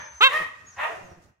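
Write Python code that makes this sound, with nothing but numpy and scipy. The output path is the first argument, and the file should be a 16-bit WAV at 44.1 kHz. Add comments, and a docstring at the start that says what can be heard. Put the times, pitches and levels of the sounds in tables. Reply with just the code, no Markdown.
"""Excited dogs in a hard-walled pen; each call is vocal-fold pulses and breath shaped by a throat.
A distant yelp dies away under a thin nasal whistle. At 0.2 s one dog yelps close by; a second answers
from farther back, ringing in the pen. Near 0.8 s a hoarse bark follows and sinks into a low groan.
More whines, soft grunts, thuds and scuffs come in between, over a faint rumble and outdoor air."""
import sys
import numpy as np
from scipy import signal
from scipy.fft import rfft, irfft, next_fast_len
from scipy.io import wavfile
from scipy.ndimage import uniform_filter1d, map_coordinates

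SR = 44100
rng = np.random.default_rng(int(sys.argv[2]) if len(sys.argv) > 2 else 0)


def master_out(mix):
    """Clip the mix to full scale and print it as 16-bit PCM to the path in sys.argv[1]."""
    frames = np.transpose(np.atleast_2d(mix))
    ceiling = np.clip(frames, -1, 1)
    pcm = np.round(ceiling * 32767).astype(np.int16)
    wavfile.write(sys.argv[1], SR, pcm)


N = 61739
LEAD = SR // 5  # samples before time zero
T = np.arange(-LEAD, N) / SR
N_FFT = next_fast_len(len(T) + SR // 2, real=True)
HZ = np.fft.rfftfreq(N_FFT, 1 / SR)
TOP_HZ = 15800

# Near yelp. Each row: time in seconds, pitch in Hz, body level in dB, treble level in dB.
NEAR_YELP = [(.207, 402.4, -18.5, -30), (.212, 417, -17.5, -22), (.221, 452.3, -14.5, -17),
             (.231, 494, -14.5, -16), (.241, 522.7, -15.5, -10), (.252, 541.8, -17.5, -14.5),
             (.265, 541.7, -17, -15.5), (.275, 535.4, -17, -16), (.281, 530, -26, -29),
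             (.291, 486, -27.5, -50)]
# Its direction. Each row: frequency in Hz, lag of left behind right in radians.
NEAR_LAG_RAD = [(20, 0), (300, .5), (550, .9), (1100, 1.55), (1650, 1.7), (2700, 1.7), (3300, 2.2),
                (3800, 4), (5000, 5.3), (8000, 10), (15000, 22)]
# Each row: frequency in Hz, leftward pan in dB.
NEAR_PAN_DB = [(300, -1.8), (1000, -1.3), (2800, -1.1), (4000, .3), (8000, .5)]
# Far calls. Each row: time in seconds, pitch in Hz, source level in dB, roughness from 0 to 1.
OPENING_CALL = [(-.12, 586, -21, 0.74), (-.04, 611, -41, 0.65), (.01, 606, -52.5, 0.77),
                (.06, 605, -49.5, 1), (.08, 570, -53.5, 0.36)]
ANSWER_CALL = [(.288, 486, -30.5, 0.69), (.315, 566.5, -28.5, 0.74), (.338, 610.3, -22, 0.44),
               (.35, 615.2, -25.5, 0.24), (.372, 630.7, -21, 0.17), (.381, 624.6, -35, 0.36),
               (.399, 637.2, -24.5, 0.26), (.409, 621, -36.5, 1), (.43, 619.3, -25, 0.97)]
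BARK_CALL = [(.764, 261.9, -50, 1), (.789, 272.8, -28.5, 0.47), (.81, 290.8, -26.5, 0.43),
             (.824, 301.4, -28.5, 0.2), (.836, 311.2, -20.5, 0.45), (.85, 303.3, -32, 0.5),
             (.872, 265, -39.5, 0.13), (.93, 228.2, -51, 0.72), (.98, 207, -66, 0.24)]
GROAN_CALL = [(.835, 236.2, -52.5, 0.35), (.86, 234.6, -37.5, 0.092), (.895, 222.9, -36, 0.2),
              (.925, 223.7, -36, 0.45), (.97, 200.8, -44.5, .35), (1.04, 180.1, -52, 0.56),
              (1.12, 182.7, -51.5, .4), (1.155, 169.6, -72, 0.34), (1.19, 175.4, -63.5, 0.3),
              (1.22, 165, -72.5, 0.67), (1.27, 163, -79.5, 0.49)]
# Throat resonances. Each row: frequency in Hz, relative gain in dB.
NEAR_THROAT_DB = [(60, -59.5), (200, -45.5), (400, -11.5), (560, -21), (800, -5), (1090, -4), (1300, 8.5),
                  (1650, -7.5), (2150, -6), (2700, 1.5), (3250, -4.5), (3800, -1.5), (4400, -20.5),
                  (4900, -27.5), (5400, -33), (6100, -34.5), (7400, -20.5), (8500, -48), (11000, -37.5),
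                  (15000, -51)]
OPENING_THROAT_DB = [(250, -26.5), (480, -10.5), (615, -1.5), (740, -10.5), (950, 5), (1230, -7.5),
                     (1500, 0), (1860, 0), (2300, -7), (3000, -15.5), (3500, -14), (4000, -23.5),
                     (4400, -21), (4900, -22.5), (7000, -27), (8500, -43.5), (15000, -46.5)]
ANSWER_THROAT_DB = [(250, -32), (480, -4.5), (630, -9.5), (850, -5.5), (1150, 2.5), (1500, -13),
                    (1880, 5.5), (2300, -7.5), (3000, -12.5), (3800, -19.5), (4400, -27), (7000, -30),
                    (8500, -36.5), (11500, -33.5), (15000, -51)]
BARK_THROAT_DB = [(60, -47), (150, -39), (300, -32), (420, -18), (520, -7.5), (690, 4), (780, 4), (900, 2),
                  (1020, 7.5), (1170, 2), (1470, -1.5), (1680, 0.5), (1870, 6.5), (2220, -6.5), (2600, -4),
                  (3000, -12.5), (3800, -19), (4600, -36), (7000, -34.5), (8500, -42), (11500, -36.5),
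                  (15000, -53.5)]
GROAN_THROAT_DB = [(80, -30), (180, -12), (250, -18.5), (370, 8), (460, 0), (690, 10.5), (900, -1),
                   (1300, -4.5), (2000, -20), (2800, -12), (4000, -34), (7000, -25), (14000, -40.5)]
GRUNT_THROAT_DB = [(80, -9), (170, -1.5), (260, -15.5), (370, -5.5), (700, -21), (3000, -50.5)]
# Whines, one list each. Each row: time in seconds, pitch in Hz, source level in dB.
WHINE_CALLS = [
    [(-.02, 6310, -63), (.02, 6192, -45.5), (.07, 6196, -47.5), (.115, 6210, -47), (.145, 6190, -53),
     (.17, 6185, -44), (.21, 6140, -52), (.24, 6190, -45)],
    [(.045, 5270, -62), (.06, 5250, -61), (.075, 5200, -74)],
    [(.648, 6620, -86), (.67, 6650, -51.5), (.695, 6630, -51.5), (.712, 6270, -57), (.73, 5720, -59),
     (.745, 5810, -61)],
    [(1.04, 6750, -71), (1.06, 6483, -60.5), (1.08, 6080, -74), (1.125, 5575, -67), (1.145, 5340, -89)],
]
# One row per whine: pitch waver as a fraction, reverb gain in dB (capped in whine).
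WHINE_WAVER_WET = [(.0012, -9), (.008, -6), (.008, 2), (.009, -3)]
# Grunts. Each row: centre in seconds, pitch in Hz, peak source level in dB.
GRUNT_EVENTS = [(0.412, 171.9, -44.5), (1.045, 180.2, -52), (1.118, 171.1, -53.5), (1.184, 167.3, -53.5)]
# Pen reverberation. Each row: frequency in Hz, time to decay 60 dB in seconds.
PEN_T60_S = [(100, .5), (500, 0.66), (1400, 0.72), (1900, 0.71), (2300, .75), (2700, 0.75), (4000, 0.7),
             (8000, 0.7), (14000, .4)]
# Thuds. Each row: centre in seconds, frequency in Hz, peak level in dB.
THUD_EVENTS = [(0.156, 69.05, -51.5), (1.126, 82.9, -53)]
# Scuffs. Each row: centre in seconds, peak level in dB.
SCUFF_EVENTS = [(0.589, -70.5), (1.235, -66)]
# Noise spectra. Each row: frequency in Hz, relative gain in dB.
SCUFF_SPECTRUM_DB = [(500, -20), (2500, -7), (6500, -1), (9000, -8), (14000, -19)]
RUMBLE_SPECTRUM_DB = [(20, -21.5), (40, -23), (65, -6.5), (90, -2), (130, -5.5), (250, -14), (600, -18),
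                      (2000, -49)]
AIR_SPECTRUM_DB = [(100, -30), (500, -6.5), (1500, 8), (3000, -11), (6500, -4.5), (8500, -15.5),
                   (15000, -28.5)]
# Background. Each row: time in seconds, rumble level in dB, air level in dB.
BACKGROUND_DB = [(0, -57.5, -92), (.15, -64.5, -53), (.3, -56, -69), (.7, -62, -58), (.95, -62.5, -51),
                 (1.2, -56.5, -66.5), (1.28, -69.5, -69), (1.4, -72.5, -88)]


def near_yelp(rough, onset_rough, jitter, wet_db, treble_hz=2052, spread_s=.00078, wall_s=.025):
    """Yelp from the right: starts hoarse, clears, arches in pitch, brightens as the mouth opens."""
    gate, pitch_hz, body_db, treble_db = curves(NEAR_YELP)
    hoarse = np.interp(T, [.23, .245], [onset_rough, rough])
    source = vocal_folds(pitch_hz, hoarse, jitter, hiss_hz=8500) + rasp()
    voice = throat(source, NEAR_THROAT_DB)
    body = filtered(voice, 1 / (1 + (HZ / treble_hz) ** 12))
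    yelp = gate * (amp(body_db) * levelled(body) + amp(treble_db) * levelled(voice - body))
    # each pulse's treble trails its bass
    yelp = filtered(yelp, np.exp(-1j * np.pi * HZ * spread_s * np.minimum(HZ / treble_hz, 2)))
    direct = place(yelp, along(NEAR_LAG_RAD, HZ), along(NEAR_PAN_DB, HZ))
    delayed = filtered(yelp, np.exp(-2j * np.pi * HZ * wall_s))
    return direct + amp(wet_db) * pen(delayed, pan_db=.5)


def rasp(corner_hz=6000, gain=3.1):
    """Treble turbulence, strongest while the mouth opens."""
    hiss = filtered(rng.standard_normal(len(T)), 1 - 1 / (1 + (HZ / corner_hz) ** 2))
    return gain * np.interp(T, [.228, .25], [1, .2]) * hiss


def vocal_folds(pitch_hz, rough, jitter, hiss_hz):
    """Unsteady pulses plus turbulence let through once a cycle, which takes over above hiss_hz."""
    hz = pitch_hz * (1 + jitter * wobble(220))
    phase = 2 * np.pi * np.cumsum(hz) / SR
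    harmonics = np.arange(TOP_HZ // np.min(pitch_hz) + 1)
    pulses = unit(sum(np.cos(k * phase) * (k * hz < TOP_HZ) for k in harmonics))
    puffs = unit(rng.standard_normal(len(T)) * (.72 + np.cos(phase)))
    lowpass = 1 / np.sqrt(1 + (HZ / hiss_hz) ** 4)
    clear = filtered(pulses, lowpass) + filtered(puffs, 1 - lowpass)
    return np.sqrt(1 - rough) * clear + np.sqrt(rough) * puffs


def throat(source, throat_db):
    """Throat resonances as a minimum-phase filter."""
    cepstrum = irfft(np.log(amp(along(throat_db, HZ))), N_FFT)
    cepstrum[1:N_FFT // 2] *= 2
    cepstrum[N_FFT // 2 + 1:] = 0
    return filtered(source, np.exp(rfft(cepstrum, N_FFT)))


def far_call(rows, throat_db, jitter, direct_db, wet_db, pan_db):
    """Call from the back of the pen, heard directly and off the walls."""
    gate, pitch_hz, level_db, rough = curves(rows)
    source = vocal_folds(pitch_hz, rough, jitter, hiss_hz=3830)
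    call = gate * amp(level_db) * unit(throat(source, throat_db))
    return amp(direct_db) * place(call, 0, pan_db) + amp(wet_db) * pen(call, pan_db)


def whine(rows, waver, wet_db):
    """Nearly pure whistle through the nose."""
    gate, pitch_hz, level_db = curves(rows)
    envelope = gate * amp(level_db + .4 * wobble(66))
    hz = pitch_hz * (1 + waver * wobble(140))
    whistle = envelope * np.sqrt(2) * np.sin(2 * np.pi * np.cumsum(hz) / SR)
    return place(whistle, 0, pan_db=1.5) + amp(min(wet_db, -3)) * pen(whistle, pan_db=2)


def grunts(rough, half_s=.024, sag=.057, fade_db=17):
    """Short, soft calls that sink in pitch."""
    mix = 0
    for centre_s, hz, db in GRUNT_EVENTS:
        rows = [(centre_s + k * half_s, hz * (1 - k * sag), db - abs(k) * fade_db, rough)
                for k in (-1, 0, 1)]
        mix += far_call(rows, GRUNT_THROAT_DB, jitter=.013, direct_db=4, wet_db=-14.5, pan_db=-1)
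    return mix


def pen(x, pan_db):
    """Hard-wall reverberation: strong early reflections, then a decaying tail, different per side."""
    hz, t, noise = signal.stft(rng.standard_normal((2, SR)), SR, nperseg=256)
    decay = amp(-60 * t / along(PEN_T60_S, hz)[:, None])
    early = 1 + 2.9 * np.exp(-t / .045)
    tail = signal.istft(noise * early * decay, SR, nperseg=256)[1]
    tail = np.pad(tail / np.linalg.norm(tail[0]), ((0, 0), (SR // 250, 0)))  # 4 ms pre-delay
    return signal.fftconvolve(x[None], tail, axes=1)[:, :len(T)] * amp([[pan_db], [-pan_db]])


def thuds(half_s=.025):
    """Dull low swells, centred."""
    return sum(amp(db) * np.exp(-((T - s) / half_s) ** 2) * np.sin(2 * np.pi * hz * (T - s))
               for s, hz, db in THUD_EVENTS)


def scuffs(half_s=.03):
    """Faint swells of gritty hiss, like paws on paving."""
    envelope = sum(amp(db) * np.exp(-((T - s) / half_s) ** 2) for s, db in SCUFF_EVENTS)
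    grit = rng.standard_normal((2, len(T))) * amp(2 * wobble(300))
    return envelope * coloured(grit, SCUFF_SPECTRUM_DB)


def background():
    """Low rumble, mostly common to both sides, and a thin wash of outdoor air."""
    _, rumble_db, air_db = curves(BACKGROUND_DB)
    common = rng.standard_normal(len(T))
    rumble = coloured(common + .51 * rng.standard_normal((2, len(T))), RUMBLE_SPECTRUM_DB)
    air = coloured(rng.standard_normal((2, len(T))), AIR_SPECTRUM_DB)
    rumble *= amp(rumble_db + 4.7 * wobble(16)) * amp([[-1], [1]])
    return rumble + amp(air_db + 1.3 * wobble(27)) * air


def place(x, lag_rad, pan_db):
    """Direct sound in stereo: left lags by lag_rad; pan_db is added left, taken off right."""
    side = np.array([[1], [-1]])
    return filtered(x, amp(side * pan_db) * np.exp(-.5j * lag_rad * side))


def curves(rows, edge_s=.004):
    """Gate over the rows' time span, then each further column per sample."""
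    times_s, *columns = np.transpose(rows)
    gate = np.clip(np.minimum(T - times_s[0], times_s[-1] - T) / edge_s + .5, 0, 1)
    return [gate] + [np.interp(T, times_s, column) for column in columns]


def wobble(rate_hz):
    """Smooth random curve with knots at rate_hz."""
    return map_coordinates(rng.standard_normal(4096), [(T - T[0]) * rate_hz], mode="wrap")


def along(points, hz):
    """Interpolate on a log frequency axis."""
    knots_hz, values = np.transpose(points)
    return np.interp(np.log(hz + 1), np.log(knots_hz + 1), values)


def filtered(x, response):
    return irfft(rfft(x, N_FFT) * response, N_FFT)[..., :x.shape[-1]]


def coloured(noise, spectrum_db):
    return unit(filtered(noise, amp(along(spectrum_db, HZ))))


def levelled(x):
    """Hold the running rms at 1."""
    return x / np.sqrt(np.abs(uniform_filter1d(x ** 2, size=500)) + 1e-12)


def unit(x):
    """Scale to rms 1."""
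    return x / np.sqrt(np.mean(x ** 2) + 1e-20)


def amp(db):
    return 10 ** (np.asarray(db) / 20)


def scene():
    """Dogs and background in stereo, from time zero."""
    dogs = near_yelp(rough=.0015, onset_rough=.014, jitter=.0047, wet_db=-19)
    dogs += far_call(OPENING_CALL, OPENING_THROAT_DB, jitter=.018, direct_db=-9, wet_db=1, pan_db=0)
    dogs += far_call(ANSWER_CALL, ANSWER_THROAT_DB, jitter=.0044, direct_db=-5, wet_db=-1, pan_db=-.3)
    dogs += far_call(BARK_CALL, BARK_THROAT_DB, jitter=.012, direct_db=-3.5, wet_db=1.5, pan_db=-.5)
    dogs += far_call(GROAN_CALL, GROAN_THROAT_DB, jitter=.036, direct_db=-4.5, wet_db=-4, pan_db=-.45)
    whines = sum(whine(rows, *manner) for rows, manner in zip(WHINE_CALLS, WHINE_WAVER_WET))
    return (dogs + grunts(rough=.16) + whines + scuffs() + thuds() + background())[:, LEAD:]


def record(dry):
    """Brick-wall low-pass at TOP_HZ."""
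    return filtered(dry, HZ < TOP_HZ)


dry = scene()
out = record(dry)
master_out(out)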